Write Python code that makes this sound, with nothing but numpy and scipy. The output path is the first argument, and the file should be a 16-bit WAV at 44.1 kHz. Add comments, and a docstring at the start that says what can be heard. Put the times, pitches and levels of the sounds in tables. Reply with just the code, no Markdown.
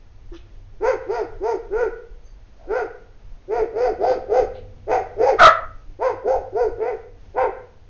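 """A puppy yaps and whines in quick clusters outside a screened porch.
Each yap is an arch of pitch in which the vocal folds swing strong-weak and half break into the octave
below; throat and mouth filter the overtones. A grunt, a whimper and nose sounds fall between the yaps,
and one sharp bark overloads the microphone with a low thud. The porch rings after every call; behind
it lie outdoor air, a light breeze, a far engine and a faint hum."""
import sys
import numpy as np
from scipy import signal
from scipy.fft import rfft, irfft, next_fast_len
from scipy.io import wavfile
from scipy.ndimage import uniform_filter1d, map_coordinates

SR = 44100
rng = np.random.default_rng(int(sys.argv[2]) if len(sys.argv) > 2 else 0)


def persist_wave(psi):
    """Save psi, clipped to +-1, as 16-bit WAV."""
    counts = np.round(np.clip(psi, -1, 1) * 32767).astype(np.int16)
    wavfile.write(sys.argv[1], SR, np.atleast_2d(counts).T)


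N = 347949
TIME = np.arange(N) / SR
# formants of throat and mouth: frequency_hz, gain_db
VOCAL_TRACT = [(550, -35.5), (750, 5.5), (930, 3), (1130, -8.5), (1470, 2.5), (1700, -8.5), (2020, -3.5),
               (2550, -10.5), (2800, -22), (4000, -28), (4850, -14.5), (5650, -23.5), (6500, -17),
               (7200, -45)]


def puppy():
    """Phonation in bursts: clusters of yaps, each with its own pitch arch and mouth shape."""
    # start_s, rise_s, fall_s, low_hz, top_hz, level_db, lean_db, break_s, subharmonic_db,
    # overtones_db, roughness, then one lift_db for each of the five mouth resonances
    yaps = [ (0.800, 0.089, 0.083, 299.7, 517, -15.5, -1.5, 0.067, -15, -5.5, 0.19, -0.5, -1, -2.5, -1, 4),
            (1.062, 0.098, 0.1, 290.6, 494, -20, 1.5, 0.12, -5, -4, 0.15, -5, -3.5, -7, 2.5, -0.5),
            (1.399, 0.092, 0.09, 298.2, 480.7, -17.5, 1.5, 0.078, -7, -9, 0.05, 1.5, -3.5, -6.5, 3.5, 7),
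            (1.695, .120, 0.078, 322, 492.7, -15, 4.5, 0.1, -16, -12.5, 0.11, -2.5, 6.5, -2, -2.5, 4),
            (2.668, .110, .092, 290.3, 505.5, -20, 0.5, .118, -4, -5, 0.23, -6.5, 5, -5.5, -2.5, -1.5),
            (3.476, 0.093, .092, 324.5, 486.3, -16, 2, 0.1, -6.5, -10, .18, -3.5, -5.5, -2.5, 0, 0.5),
            (3.725, 0.12, 0.09, 328.7, 517.1, -16, 3, .140, -2.5, -9.5, .25, -7.5, -4, -4.5, 5, 0),
            (3.978, 0.12, .088, 322, 526.4, -17, 1, 0.074, 2.5, -3, 0.44, -15.5, -5.5, -14.5, 1, -7),
            (4.275, 0.11, 0.071, 345.7, 505, -14, 2, .088, -1, -4.5, 0.4, -15.5, -5.5, -13, -3.5, -2),
            (4.866, 0.07, .099, 335.4, 504.2, -18.5, -5.5, 0.081, 6.5, -2, .38, -6, -6.5, -4, -4.5, 2),
            (5.160, .120, 0.077, 358.6, 537.8, -12, 5, .115, -1.5, -9, 0.33, -12, -7.5, -4.5, 1.5, 1),
            (5.986, .070, 0.1, 312.2, 524, -19, -3, 0.027, -1.5, -3, 0.15, 5, -4, -6, -2, 0),
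            (6.236, .082, 0.11, 349, 535, -18.5, -7, 0.11, 2.5, -11.5, 0.38, -8, 1.5, -9, 0.5, 3.5),
            (6.522, .090, 0.088, 336.6, 495.3, -14.5, 2, 0.064, -6.5, -17, 0.03, 3.5, 3, -4.5, 6.5, 6.5),
            (6.772, 0.11, 0.083, 337, 510, -20, -2.5, .110, -5, -11.5, 0.24, -3, -5, 1, -1.5, -4),
            (7.338, 0.073, 0.094, 349.2, 519.7, -17.5, 0, 0.056, 0, -5, 0.41, 5.5, -0.5, -2.5, -9.5, -12), ]
    out = np.zeros(N)
    for row in yaps:
        add(out, *yap(*row))
    return out


def yap(start_s, rise_s, fall_s, low_hz, top_hz, level_db, lean_db, break_s,
        subharmonic_db, overtones_db, roughness, *lifts_db):
    """Vocal effort lifts pitch and brightness in an arch; period doubling briefly breaks the voice."""
    end_sag_hz, break_width_s, unbroken_db, slack_roughness = 15, 0.022, -10.5, 0.3
    t = np.arange(0, rise_s + fall_s, 1 / SR)
    place = np.interp(t, [0, rise_s, rise_s + fall_s], [-1, 0, 1])  # 0 at the crest
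    droop = abs(place) ** 1.55
    slack = droop ** 2.4  # slack folds rattle at both ends
    broken = np.exp(-((t - break_s) / break_width_s) ** 2)
    hz = top_hz - (top_hz - low_hz + end_sag_hz * (place > 0)) * droop
    hz *= 1 + 0.014 * wander(len(t), 34.92)
    sag_db = -4.5 * broken + 1.87 * wander(len(t), 44.3)  # only the fundamental sags and trembles
    level = level_db + lean_db * place
    level += envelope(t, attack_s=0.044, attack_db=-22.5, release_s=0.058, release_db=-19)
    subharmonic = (1 - slack) * (subharmonic_db + unbroken_db * (1 - broken))
    overtones = overtones_db + np.where(place < 0, -8.5, -11.5) * droop * (1 - slack)
    roughness = (1 - slack) * roughness + slack * slack_roughness
    return voice(start_s + t, hz, level + sag_db, subharmonic - sag_db, overtones - sag_db, roughness,
                 VOCAL_TRACT, lifts_db, jitter=0.14, shimmer=1.0, breath=1.75, doubling=0.42,
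                 fade_s=0.008)


def bark():
    """A hard vocal onset: overtones strike before the fundamental, and the pitch leaps and settles."""
    # formants of the open mouth: frequency_hz, gain_db
    open_tract = [(600, -14.5), (900, -9.5), (1230, -0.5), (1480, -6), (1700, -9), (2050, -12),
                  (2600, -25.5), (3600, -19), (5000, -29.5), (7000, -29)]
    start_s, length_s, attack_s, settle_s, lag_s = 5.374, 0.152, 0.025, 0.024, 0.04
    start_hz, top_hz, settled_hz = 480, 741.4, 635.3
    t = np.arange(0, length_s, 1 / SR)
    leap = start_hz + (top_hz - start_hz) * t / attack_s
    settling = settled_hz + (top_hz - settled_hz) * np.exp(-(t - attack_s) / settle_s)
    level_db = -7 + envelope(t, attack_s, attack_db=-35, release_s=0.056, release_db=-40)
    lag_db = -28.5 * np.maximum(1 - t / lag_s, 0)
    out = np.zeros(N)
    add(out, *voice(start_s + t, np.minimum(leap, settling), level_db + lag_db, subharmonic_db=-10.5,
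                    overtones_db=3.5 - lag_db, roughness=0.7, tract=open_tract,
                    jitter=0.1, shimmer=0.36, breath=1.0, doubling=0.25))
    return out


def grunt_and_whimper():
    """Soft phonation with weak overtones: a falling closed-mouth grunt, later a rising whimper."""
    # voice contours: time_s, pitch_hz, relative_level_db, subharmonic_db, overtones_db, roughness
    grunt = [(.314, 362, -44, -24, -22, .1), (.322, 355, -30, -26, -22, .1), (.352, 335, -32, -24, -18, .1),
             (.372, 315, -44, -14, -10, .2)]
    whimper = [(2.56, 576, -60, -22, -16, 0.65), (2.62, 649, -42, -26, -18.5, 0.48),
               (2.68, 684, -45, -20, -17, .5)]
    out = np.zeros(N)
    add(out, *voice(*glide(grunt), VOCAL_TRACT, breath=2.3))
    add(out, *voice(*glide(whimper), VOCAL_TRACT, jitter=0.26, shimmer=1.7))
    return amp(-5) * out


def voice(t, hz, level_db, subharmonic_db, overtones_db, roughness, tract, lifts_db=(),
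          jitter=0.079, shimmer=0.4, breath=1.5, doubling=0.2, fade_s=0.0044):
    """Source and filter: folds swinging strong-weak add lines halfway between the harmonics."""
    pressure = (hz / hz.max()) ** 4.4  # peaks with the pitch
    # rough folds stumble in both period and strength
    hz = uniform_filter1d(hz, 400) * (1 + jitter * roughness * wander(len(t), 171.12))
    strength = unit_rms(1 + shimmer * roughness * np.tanh(wander(len(t), 140)))
    cycles = np.cumsum(hz) / SR
    phase = 2 * np.pi * cycles
    subharmonic = np.cos(1.5 * phase + 1.2 * roughness * wander(len(t), 90) + 2 * np.pi * rng.random())
    harmonics = unit_rms(sum(np.cos(k * phase) / k for k in range(2, 16)))
    between = unit_rms(sum(np.cos((k + 0.5) * phase) / k for k in range(2, 15)))
    # air hisses through the gap once a cycle
    puffs = unit_rms((0.5 + np.exp(-(cycles % 1) / 0.4)) * rng.standard_normal(len(t)))
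    rasp = breath * pressure * (0.45 + roughness) * puffs
    overtones = mouth(coloured(harmonics + doubling * between + rasp, tract), lifts_db)
    opening = 1 - np.exp(-(t - t[0]) / 0.02)  # the mouth takes a moment to open
    low_lines = np.sqrt(2) * (np.cos(phase) + amp(subharmonic_db) * subharmonic)
    sound = low_lines + amp(overtones_db) * opening * overtones
    fade = np.minimum(np.minimum(t - t[0], t[-1] - t) / fade_s, 1)
    return t[0], amp(level_db) * strength * sound * fade


def mouth(x, lifts_db):
    """Cavity resonance: jaw, lips and nose strengthen or weaken each formant."""
    # mouth resonances: centre_hz, width_hz
    modes = [(960, 150), (1440, 150), (2100, 843), (4900, 950), (6350, 1000)]
    size = next_fast_len(len(x) + 1024)
    hz = np.fft.rfftfreq(size, 1 / SR)
    shape_db = sum(db * np.exp(-((hz - centre) / width) ** 2)
                   for db, (centre, width) in zip(lifts_db, modes))
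    return irfft(rfft(x, size) * amp(shape_db), size)[:len(x)]


def nose():
    """Flow noise in the nose: short band-limited snuffs and thin wavering whistles."""
    # puffs of air: start_s, length_s, level_db, centre_hz, width_hz
    snuffs = [(0.315, 0.048, -53, 1200, 1430), (.322, 0.074, -56, 3200, 1800),
              (0.318, 0.066, -63, 5570, 1800), (4.526, 0.081, -57.5, 3100, 2800)]
    # nose tones: start_s, length_s, level_db, pitch_hz
    whistles = [(2.23, 0.066, -66, 6220), (2.236, 0.096, -71, 4630)]
    out = np.zeros(N)
    for start_s, length_s, db, hz, width_hz in snuffs:
        count = int(length_s * SR)
        hiss = wander(count, width_hz / 2)
        hiss *= np.cos(2 * np.pi * hz * TIME[:count] + wander(count, width_hz / 4))
        add(out, start_s, amp(db) * unit_rms(hiss * np.hanning(count)))
    for start_s, length_s, db, hz in whistles:
        count = int(length_s * SR)
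        phase = 2 * np.pi * np.cumsum(hz * (1 + 0.016 * wander(count, 200))) / SR
        add(out, start_s, amp(db) * unit_rms(np.sin(phase) * np.hanning(count)))
    return out


def porch(x, wet_db, build_s, decay_scale, fence_s, fence_gain, fence_hz):
    """Reverberation: early reflections, a dull fence echo and a tail whose bands die at their own rates."""
    # reflections from floor, wall and roof: delay_s, gain
    echoes = [(.0038, -0.078), (.0084, 0.0023), (.0155, 0.21), (.0208, 0.36), (.0435, .1), (.0513, 0.069),
              (.0572, 0.038)]
    # decay of the tail before decay_scale: frequency_hz, t60_s
    decay = [(250, .5), (500, .66), (800, .56), (1400, .6), (2200, .52), (4000, .4), (6500, .33)]
    # colour of the tail, whose bass escapes through the screens: frequency_hz, gain_db
    colour = [(250, -8), (480, -3.5), (900, -5), (1450, 1), (2200, 3), (6000, 3)]
    taps = rng.standard_normal(SR) * (rng.random(SR) < 3000 / SR)  # about 3000 reflections a second
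    hz, t, bands = signal.stft(taps, SR, nperseg=256)
    t60_s = decay_scale * curve_at(decay, hz)
    tail = signal.istft(bands * amp(-60 * t / t60_s[:, None]), SR, nperseg=256)[1][:SR]
    tail *= 1 - np.exp(-TIME[:SR] / build_s)
    band_gain = amp(curve_at(colour, np.fft.rfftfreq(SR, 1 / SR)))
    response = amp(wet_db) * irfft(rfft(tail / np.linalg.norm(tail)) * band_gain, SR)
    response[0] += 1  # direct sound
    for delay_s, gain in echoes:
        response[round(delay_s * SR)] += gain
    slap = signal.lfilter(*signal.butter(2, fence_hz, fs=SR), signal.unit_impulse(256))
    add(response, fence_s, fence_gain * slap)
    return signal.fftconvolve(x, response)[:N] / np.linalg.norm(response)


def air():
    """Ambient noise: still outdoor air, strongest in the bass and wavering slightly in level."""
    # noise spectrum: frequency_hz, relative_density_db
    spectrum = [(20, 19.5), (100, 11), (140, 4), (300, -1), (700, -3.5), (1100, -10), (2000, -12.5),
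                (4000, -18.5), (6700, -21.5), (7000, -48)]
    return amp(-50.5 + 0.8 * wander(N, 4.5)) * coloured(rng.standard_normal(N), spectrum)


def microphone_rumble():
    """Low-frequency noise on the microphone: wind gusts, and one thud as the bark overloads it."""
    # rumble spectrum: frequency_hz, relative_density_db
    spectrum = [(5, -2), (14, -4), (26, 2), (45, -6.5), (70, -16), (120, -24.5), (200, -42.5), (400, -64)]
    # low thumps, from the bark at 5.44 s and otherwise from wind: peak_s, relative_level_db
    thumps = [(.32, -39), (.59, -36.5), (.86, -38), (1.79, -35), (2.13, -40), (2.69, -35), (3.32, -39.5),
              (3.6, -36), (3.89, -31.5), (4.43, -33), (4.77, -32.5), (4.92, -36), (5.44, -31), (5.66, -36),
              (5.91, -35.5), (6.39, -29), (6.71, -33), (7.4, -39.5)]
    calm = amp(-40.5 + 2.4 * wander(N, 3.6))
    swells = sum(amp(db) * np.exp(-((TIME - peak_s) / 0.042) ** 2) for peak_s, db in thumps)
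    return amp(-2.5) * (calm + swells) * coloured(rng.standard_normal(N), spectrum)


def engine():
    """Attenuation with distance: the low tones of a far engine swell and fade as it passes."""
    # engine tones: pitch_hz, relative_level_db
    lines = [(82, -54), (75.6, -61), (142, -62.5), (223, -61.5)]
    # nearness: time_s, gain_db
    passing = [(0, -32), (3.3, -16.5), (3.95, 4.5), (4.4, 3.5), (5.1, -0.5), (6, -11.5), (7.9, -7)]
    return drone(lines, passing, drift=0.032, flutter=0.21)


def hum():
    """Amplitude modulation: the nearly steady tones of a machine flutter and slowly swell."""
    # machine tones: pitch_hz, relative_level_db
    lines = [(98.5, -55), (290.7, -71.5), (398.4, -76)]
    # slow swell: time_s, gain_db
    swell = [(0, -0.5), (1.2, 4.5), (2, -11.5), (3.8, 0.5), (5, 7), (6.8, 2.5), (7.9, -2)]
    return drone(lines, swell, drift=0.005, flutter=0.77)


def drone(lines, swell, drift, flutter):
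    """A line spectrum whose tones waver in pitch and strength under one level contour."""
    out = np.zeros(N)
    for hz, db in lines:
        strength = 1 + flutter * wander(N, 8.8)
        phase = 2 * np.pi * np.cumsum(hz * (1 + drift * wander(N, 2.0))) / SR
        out += amp(db) * unit_rms(strength * np.sin(phase))
    return amp(np.interp(TIME, *np.transpose(swell))) * out


def envelope(t, attack_s, attack_db, release_s, release_db):
    """Attack, hold and release, in dB relative to the held level."""
    attack = attack_db * np.maximum(1 - t / attack_s, 0)
    return attack + release_db * np.maximum(1 - (t[-1] - t) / release_s, 0)


def glide(points):
    """Linear interpolation of a gesture: its times, then each of its controls."""
    times, *columns = np.transpose(points)
    t = np.arange(times[0], times[-1], 1 / SR)
    return [t] + [np.interp(t, times, column) for column in columns]


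def wander(count, rate_hz):
    """Smooth random modulation of rms near 1, up to about the given rate."""
    knots = rng.standard_normal(int(count / SR * 2 * rate_hz) + 4)
    return map_coordinates(knots, [np.arange(count) / SR * 2 * rate_hz], order=3, mode="nearest")


def coloured(x, spectrum):
    """Spectral shaping of x, at rms 1."""
    size = next_fast_len(len(x) + 1024)
    gain = amp(curve_at(spectrum, np.fft.rfftfreq(size, 1 / SR)))
    return unit_rms(irfft(rfft(x, size) * gain, size)[:len(x)])


def curve_at(points, hz):
    """Interpolation on a log-frequency axis."""
    frequencies, values = np.transpose(points)
    return np.interp(np.log(hz + 1), np.log(frequencies + 1), values)


def low_pass(x, hz):
    """Steep linear-phase band limit."""
    return signal.oaconvolve(x, signal.firwin(511, hz, window=("kaiser", 9), fs=SR), "same")


def amp(db):
    """Decibels to amplitude ratio."""
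    return 10 ** (np.asarray(db) / 20)


def unit_rms(x):
    """Normalisation to rms 1."""
    return x / np.sqrt(np.mean(x ** 2) + 1e-20)


def add(mix, start_s, sound):
    """Superposition of a sound on the mix."""
    part = mix[round(start_s * SR):][:len(sound)]
    part += sound[:len(part)]


def scene():
    """Superposition of calls and background; the bark rings more briefly, with a brighter fence echo."""
    calls = porch(puppy() + grunt_and_whimper() + nose(), wet_db=-5.5, build_s=0.003, decay_scale=0.93,
                  fence_s=0.1, fence_gain=0.062, fence_hz=830)
    loud_bark = porch(bark(), wet_db=-7, build_s=0.0023, decay_scale=0.67,
                      fence_s=0.17, fence_gain=0.04, fence_hz=1700)
    return (calls + loud_bark + air() + engine() + hum() + microphone_rumble())[None]


def record(dry):
    """Saturation: a narrow-band microphone clips on the bark, spilling distortion above its band."""
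    band_hz, spill_hz, ceiling = 6850, 8200, 0.73
    x = low_pass(dry[0], band_hz)
    clipped = x / (1 + (x / ceiling) ** 20) ** (1 / 20)
    in_band = low_pass(clipped, band_hz)
    return low_pass(in_band + amp(-5.5) * (clipped - in_band), spill_hz)[None]


dry = scene()
out = record(dry)
persist_wave(out)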